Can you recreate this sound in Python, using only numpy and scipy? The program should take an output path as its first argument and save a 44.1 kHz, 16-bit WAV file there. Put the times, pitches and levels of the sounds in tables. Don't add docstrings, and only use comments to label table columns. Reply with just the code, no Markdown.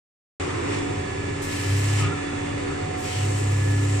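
import sys
import numpy as np
from scipy import signal
from scipy.fft import rfft, irfft
from scipy.io import wavfile
from scipy.ndimage import uniform_filter1d

SR = 44100
rng = np.random.default_rng(int(sys.argv[2]) if len(sys.argv) > 2 else 0)


def dump_mix(stems):
    frames = np.atleast_2d(stems).T
    limited = np.clip(frames, -1, 1)
    pcm = np.round(limited * 32767).astype(np.int16)
    wavfile.write(sys.argv[1], SR, pcm)


N = 176400

# time in seconds, level change in dB.
ROAR_LEVEL = [(.4, 0), (.85, 0.5), (1, 0), (1.33, 0.5), (1.6, -2.5), (2.05, -2), (2.7, 1), (3.1, -0.5),
              (3.7, -0.5), (4, -1.5)]


def amp(db):
    return 10 ** (np.asarray(db) / 20)


def unit(x):
    return x / np.sqrt(np.mean(abs(x) ** 2) + 1e-20)


def curve(points, t):
    return np.interp(t, *np.transpose(points))


def colour(points, hz):
    f, value = np.transpose(points)
    return np.interp(np.log(hz + 1), np.log(f + 1), value)


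def ramp(t, start, length):
    return np.sin(np.pi / 2 * np.clip((t - start) / length, 0, 1)) ** 2


def drift(rate_hz):
    f = np.fft.rfftfreq(N, 1 / SR)
    lowpass = (f > 0) / (1 + (f / rate_hz) ** 4)
    return unit(irfft(rfft(rng.standard_normal(N)) * lowpass, N))


def tone(hz, waver_hz, rate_hz):
    turns = np.cumsum(hz + waver_hz * drift(rate_hz)) / SR
    return np.exp(2j * np.pi * (turns + rng.random()))


def place(z, balance_db, lead):
    left = z * amp(balance_db / 2) * np.exp(.5j * lead)
    right = z * amp(-balance_db / 2) * np.exp(-.5j * lead)
    return np.sqrt(2) * np.array([left, right]).real


def air(shape_db):
    # frequency in Hz, likeness from 0 to 1,
    # left-right level in dB, left phase lead in radians.
    pair = [(102, 0.99, 2, 0.35), (160, 0.97, 0.5, 0.16), (201, 0.77, -2.5, 0), (273, 0.77, -2, 1.1),
            (350, 0.9, -5.5, -1.16), (437, 0.5, 2, -2), (523, 0.86, -7, -2.5), (622, 0.63, 2.5, -3),
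            (760, 0.4, -7, -4), (950, 0.28, -6, -2.5), (1040, 0.44, 1, -4), (1280, 0.54, -5, -6),
            (1640, 0, -3, -6), (2060, 0.08, -3, -5.5), (2370, 0.21, -1, -3.5), (3290, 0.1, 0, -6),
            (4440, 0.6, 3, -4.5), (6230, 0, 2.5, -6), (7820, 0.07, 7, -3), (9100, 0, -4, -3),
            (14000, 0.1, 3, 0)]
    ripple_db, ripple_width_hz = 1.5, 22
    hz = np.fft.rfftfreq(N, 1 / SR)
    a, b = rfft(rng.standard_normal((2, N)))
    same, balance_db, lead = (colour([(row[0], row[k]) for row in pair], hz) for k in range(1, 4))
    same = np.clip(same, 0, 1)
    side = amp(balance_db / 2)
    right = (same * a + np.sqrt(1 - same ** 2) * b) * np.exp(-1j * lead)
    grain = rng.standard_normal((2, len(hz)))
    ripple = unit(uniform_filter1d(grain, round(ripple_width_hz * N / SR), axis=1))
    gain = amp(shape_db(hz) + ripple_db * (1 - same ** 2) * ripple)
    return unit(irfft(np.array([a * side, right / side]) * gain, N))


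def hiss_fall(hz):
    return -52 * np.log2(np.maximum(hz / 9100, 1))


def suction(t):
    # frequency in Hz, relative level per Hz in dB.
    spectrum = [(18, -26), (48, -11.5), (70, -22), (100, -2), (125, -16), (160, -11), (195, -14.5),
                (250, -12.5), (320, -8), (410, -5.5), (450, -10), (550, -10.5), (650, -18), (780, -19.5),
                (950, -17.5), (1150, -18.5), (1400, -20.5), (1550, -25), (1750, -16), (2100, -19.5),
                (2750, -21), (3250, -30.5), (3470, -26), (4100, -32.5), (5600, -34), (6300, -33),
                (7650, -31.5), (9000, -36), (10000, -42), (13000, -70), (22000, -100)]
    # time in seconds, level change in dB.
    rush_level = [(.4, 5), (.58, 1.5), (.73, 4), (.9, 0.5), (1.4, 0), (1.85, 0.5), (2.05, 3), (2.25, 1.5),
                  (2.55, 1), (2.75, 1), (3, -0.5), (4, -1)]
    level_db, roar_top_hz = -31.5, 590
    noise = air(lambda hz: colour(spectrum, hz) + hiss_fall(hz))
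    lowpass = 1 / (1 + (np.fft.rfftfreq(N, 1 / SR) / roar_top_hz) ** 6)
    low = irfft(rfft(noise) * lowpass, N)
    roar = low * amp(curve(ROAR_LEVEL, t) + .6 * drift(rate_hz=9))
    rush = (noise - low) * amp(curve(rush_level, t) + .5 * drift(rate_hz=16))
    return amp(level_db) * (roar + rush)


def blower(t):
    # time in seconds, speed in turns per second.
    sway = [(.4, 284.3), (.9, 284.25), (1.2, 285.2), (1.6, 286.4), (2.05, 287), (2.3, 286.2), (2.7, 284.8),
            (3.05, 284.3), (3.3, 284.8), (3.6, 286.2), (4, 287.8)]
    # mean pitch in Hz, centre level in dB, pitch waver in Hz,
    # level swell in dB, left-right level in dB, left phase lead in radians.
    faint_tones = [(396.5, -49.5, 6.94, 3.5, 9.5, -0.3), (551, -56, 5.1, 2.5, -6, -2.5),
                   (923.5, -51.5, 5.8, 2, -4.5, -2), (1003, -51.5, 3, 2.5, -4, -2),
                   (1050, -55, 6.6, 4, -2, -1.5), (1263, -56.5, 6, 2.5, -3, 1),
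                   (1376, -56.5, 4.9, 1.5, 3, 2), (2050, -63, 5.4, 5.5, -2, 2),
                   (2312, -56, 6.04, 4, -10.5, 4.5)]
    # time in seconds, level in dB.
    hum_level = [(.4, -36.5), (.55, -39.5), (.7, -32.5), (.87, -33), (1.03, -41), (1.55, -34.5),
                 (1.95, -35.5), (2.3, -33.5), (2.75, -34), (2.88, -41.5), (3, -35.5), (3.17, -45.5),
                 (3.37, -35), (3.53, -40.5), (3.7, -32.5), (4, -33)]
    # time in seconds, level in dB.
    low_whistle_level = [(.4, -44), (.7, -47.5), (.93, -39.5), (1.25, -52.5), (1.75, -47.5), (2.1, -43),
                         (2.65, -44), (2.92, -37), (3.3, -39), (3.62, -48.5), (4, -42.5)]
    high_whistle_level = [(.4, -61), (.95, -55), (1.05, -48), (1.35, -45.5), (1.95, -44), (2.15, -47.5),
                          (3, -56), (3.38, -51), (3.52, -47.5), (3.66, -41), (3.81, -43), (3.87, -49)]
    # time in seconds, level in dB before a common trim.
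    low_whine_level = [(.4, -58), (.92, -54.5), (1.2, -60), (2.1, -60), (2.279, -50.5), (2.55, -57),
                       (2.8, -63), (4, -59)]
    high_whine_level = [(.4, -70), (.95, -62), (1.18, -55.5), (1.4, -65), (2.3, -61.5), (2.5, -60),
                        (2.8, -56), (3.05, -60), (3.3, -53), (3.55, -63), (4, -66)]
    whine_trim_db = -1.3

    speed = curve(sway, t)
    out = np.zeros((2, N))
    for hz, db, waver, swell, side, lead in faint_tones:
        z = tone(hz * speed / speed.mean(), waver, rate_hz=12.9)
        out += place(z * amp(db + swell * drift(rate_hz=2.0)), side, lead)

    hum = tone(speed, waver_hz=0.53, rate_hz=9.1) * amp(curve(hum_level, t))
    out += place(hum, balance_db=0.0, lead=0.82)

    low = tone(2.582 * speed, waver_hz=0.9, rate_hz=14)
    low_gain = amp(curve(low_whistle_level, t) + 0.46 * drift(rate_hz=14.0))
    out += place(low * low_gain, balance_db=-8.5, lead=2.6)
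    high = tone(6 * speed, waver_hz=0.96, rate_hz=33)
    high_gain = amp(curve(high_whistle_level, t) + 0.89 * drift(rate_hz=39))
    out += place(high * high_gain, balance_db=-7.0, lead=0.3)

    low_whine_hz = 12 * speed
    high_whine_hz = 4459 * (speed / speed.min()) ** 1.45
    for hz, level in (low_whine_hz, low_whine_level), (high_whine_hz, high_whine_level):
        whine = tone(hz, waver_hz=2.5, rate_hz=45)
        gain = amp(curve(level, t) + whine_trim_db + 2.2 * drift(rate_hz=12))
        out += place(whine * gain, balance_db=-8, lead=1.27)
    return out


def drive(t):
    # time in seconds, speed in turns per second, load from 0 to 1.
    course = [(1.5, 28.85, 0), (1.65, 32.22, 0.2), (1.73, 33.14, 1), (1.86, 33.87, 0.8),
              (2.06, 34.35, 0.93), (2.12, 31.45, 0), (2.25, 28.93, 0), (3.1, 28.86, 0.01),
              (3.17, 33.32, 0.35), (3.245, 33.23, 0.8), (3.41, 33.87, 0.5), (3.47, 33.68, 0.96),
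              (4, 33.7, 0.9)]
    # multiple of the speed,
    # steady level at idle in dB, steady level at full load in dB.
    orders = [(1, -50.5, -59), (2, -70, -42.5), (3, -39, -21), (3.5, -39, -56), (4, -46.5, -33),
              (5, -46.5, -60), (7, -52.5, -51.5), (8, -49, -69)]
    times, speeds, loads = np.transpose(course)
    speed, load = np.interp(t, times, speeds), np.interp(t, times, loads)
    turns = np.cumsum(speed * (1 + .003 * drift(rate_hz=6))) / SR
    out = np.zeros(N)
    for order, idle_db, loaded_db in orders:
        level = amp(idle_db) * (1 - load) + amp(loaded_db) * load
        if 3 <= order <= 5:
            level = level + amp(-51.5) * drift(rate_hz=11.0) * (1 - load / 2)
        out += np.sqrt(2) * level * np.cos(2 * np.pi * (order * turns + rng.random()))
    return out


def spray(t):
    # opening time in seconds, shutting time in seconds, starting jet level in dB
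    openings = [(1.408, 2.01, 1.5), (2.963, 4.2, -2.5)]
    # frequency in Hz, relative level per Hz in dB.
    jet_spectrum = [(100, -30), (1500, -2), (4000, -3), (7500, 2.5), (9500, 0.5), (11000, -7.5),
                    (14500, -8.5)]
    # frequency in Hz, relative level per Hz in dB.
    wet_spectrum = [(100, -13), (1200, -11), (2000, 5.5), (2900, 4), (3500, -2.5), (4200, 0), (5000, -2.5),
                    (5700, -0.5), (6400, -7), (7700, 0), (9000, -8), (10500, -20.5), (14500, -46)]
    # time in seconds, level in dB.
    wet_level = [(.4, -45), (.68, -46), (.74, -37.5), (.86, -47.5), (1.4, -49), (1.52, -35.5),
                 (1.85, -36.5), (2, -33.5), (2.06, -39), (2.12, -62), (2.96, -52.5), (3.07, -36.5),
                 (3.16, -34.5), (3.28, -40.5), (3.65, -43), (4, -40)]
    # time in seconds, level in dB.
    fizz_level = [(.4, -62), (.75, -52), (1.1, -54), (1.5, -56), (1.8, -42), (2, -38), (2.12, -54),
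                  (2.95, -53.5), (3.1, -43.5), (3.35, -39.5), (3.72, -45), (3.9, -40), (4, -39.5)]
    jet_db, sag_db_per_s = -41, 6
    open_s, shut_s = 0.024, 0.042
    fizz_hz, fizz_half_width_hz = 7560, 1280

    valve = np.zeros(N)
    for on, off, db in openings:
        pressure = amp(db - sag_db_per_s * np.maximum(t - on, 0))
        valve += pressure * ramp(t, on, open_s) * (1 - ramp(t, off, shut_s))
    jets = air(lambda hz: colour(jet_spectrum, hz)) * valve * amp(jet_db + 1.9 * drift(rate_hz=24))

    def slot_resonance(hz):
        return -20 * np.log10(1 + ((hz - fizz_hz) / fizz_half_width_hz) ** 2) + hiss_fall(hz)

    fizz = air(slot_resonance) * amp(curve(fizz_level, t))
    water = air(lambda hz: colour(wet_spectrum, hz)) * amp(curve(wet_level, t))
    sizzle = amp(0.69 * drift(rate_hz=110))
    return jets + (fizz + water) * sizzle


def slurps(t):
    # start in seconds, length in seconds, first pitch in Hz, last pitch in Hz,
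    # bandwidth in Hz, peak level in dB.
    gusts = [(2.2, .24, 1440, 1300, 290, -44.5), (2.015, 0.054, 2420, 2180, 240, -37),
             (1.97, 0.1384, 2950, 2800, 720, -38.5), (1.97, 0.103, 840, 1200, 390, -40.5),
             (3.07, .19, 3100, 2750, 430, -42), (3.7, 0.2, 2800, 2800, 550, -55),
             (2.6, 0.28, 1500, 1200, 100, -46), (2.66, .12, 1030, 1700, 110, -43),
             (1.98, 0.154, 152, 153, 18, -31.5), (.36, .42, 1130, 1200, 700, -37.5),
             (0.332, 0.644, 370, 350, 120, -32.5)]
    out, f = np.zeros((2, N)), np.fft.fftfreq(N, 1 / SR)
    for start, length, from_hz, to_hz, width, db in gusts:
        u = np.clip((t - start) / length, 0, 1)
        swell = np.sqrt(abs(np.sin(np.pi * u)))
        noise = np.fft.fft(rng.standard_normal((2, N)))
        band = np.fft.ifft(noise / (1 + (f / width * 2) ** 2))
        band = band + 1j * np.roll(band, N // 2, axis=1)
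        carrier = np.exp(2j * np.pi * np.cumsum(from_hz + (to_hz - from_hz) * u) / SR)
        out += amp(db) * swell * unit((band * carrier).real)
    return out


def squeal(t):
    # time in seconds, pitch in Hz, level in dB.
    low_glide = [(1.97, 1285, -62), (2.0, 1275, -45), (2.035, 1250, -34.5), (2.055, 1240, -44),
                 (2.075, 1243, -37.5), (2.115, 1313, -42), (2.141, 1330, -65)]
    high_glide = [(2.03, 1408, -62), (2.058, 1405, -39), (2.11, 1371, -49), (2.13, 1397, -34),
                  (2.15, 1324, -46), (2.19, 1300, -39.5), (2.215, 1258, -65)]
    out = np.zeros((2, N))
    for glide in low_glide, high_glide:
        times, pitch, db = np.transpose(glide)
        level = np.interp(t, times, amp(db), left=0, right=0)
        flutter = amp(2.2 * drift(rate_hz=110))
        z = tone(np.interp(t, times, pitch), waver_hz=24, rate_hz=132)
        out += place(z * level * flutter, balance_db=2, lead=0.74)
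    return out


def booms(t):
    # resonance in Hz, width in Hz, level in dB before the roar's swell.
    resonances = [(111.8, 13, -43), (153.6, 18, -44), (397.5, 19, -43.5), (515, 110, -54.5)]
    out = np.zeros((2, N))
    for hz, width, db in resonances:
        out += amp(db) * air(lambda f: -20 * np.log10(1 + (2 * (f - hz) / width) ** 2))
    return out * amp(curve(ROAR_LEVEL, t))


def scene():
    t = np.arange(N) / SR
    return suction(t) + blower(t) + drive(t) + spray(t) + slurps(t) + squeal(t) + booms(t)


def record(dry):
    start_s, edge_hz = .398, 14550
    opened = dry * ramp(np.arange(N) / SR, start_s, .001)
    lowpass = signal.firwin(511, edge_hz, window=("kaiser", 9), fs=SR)
    return signal.oaconvolve(opened, lowpass[None], "same")


dry = scene()
out = record(dry)
dump_mix(out)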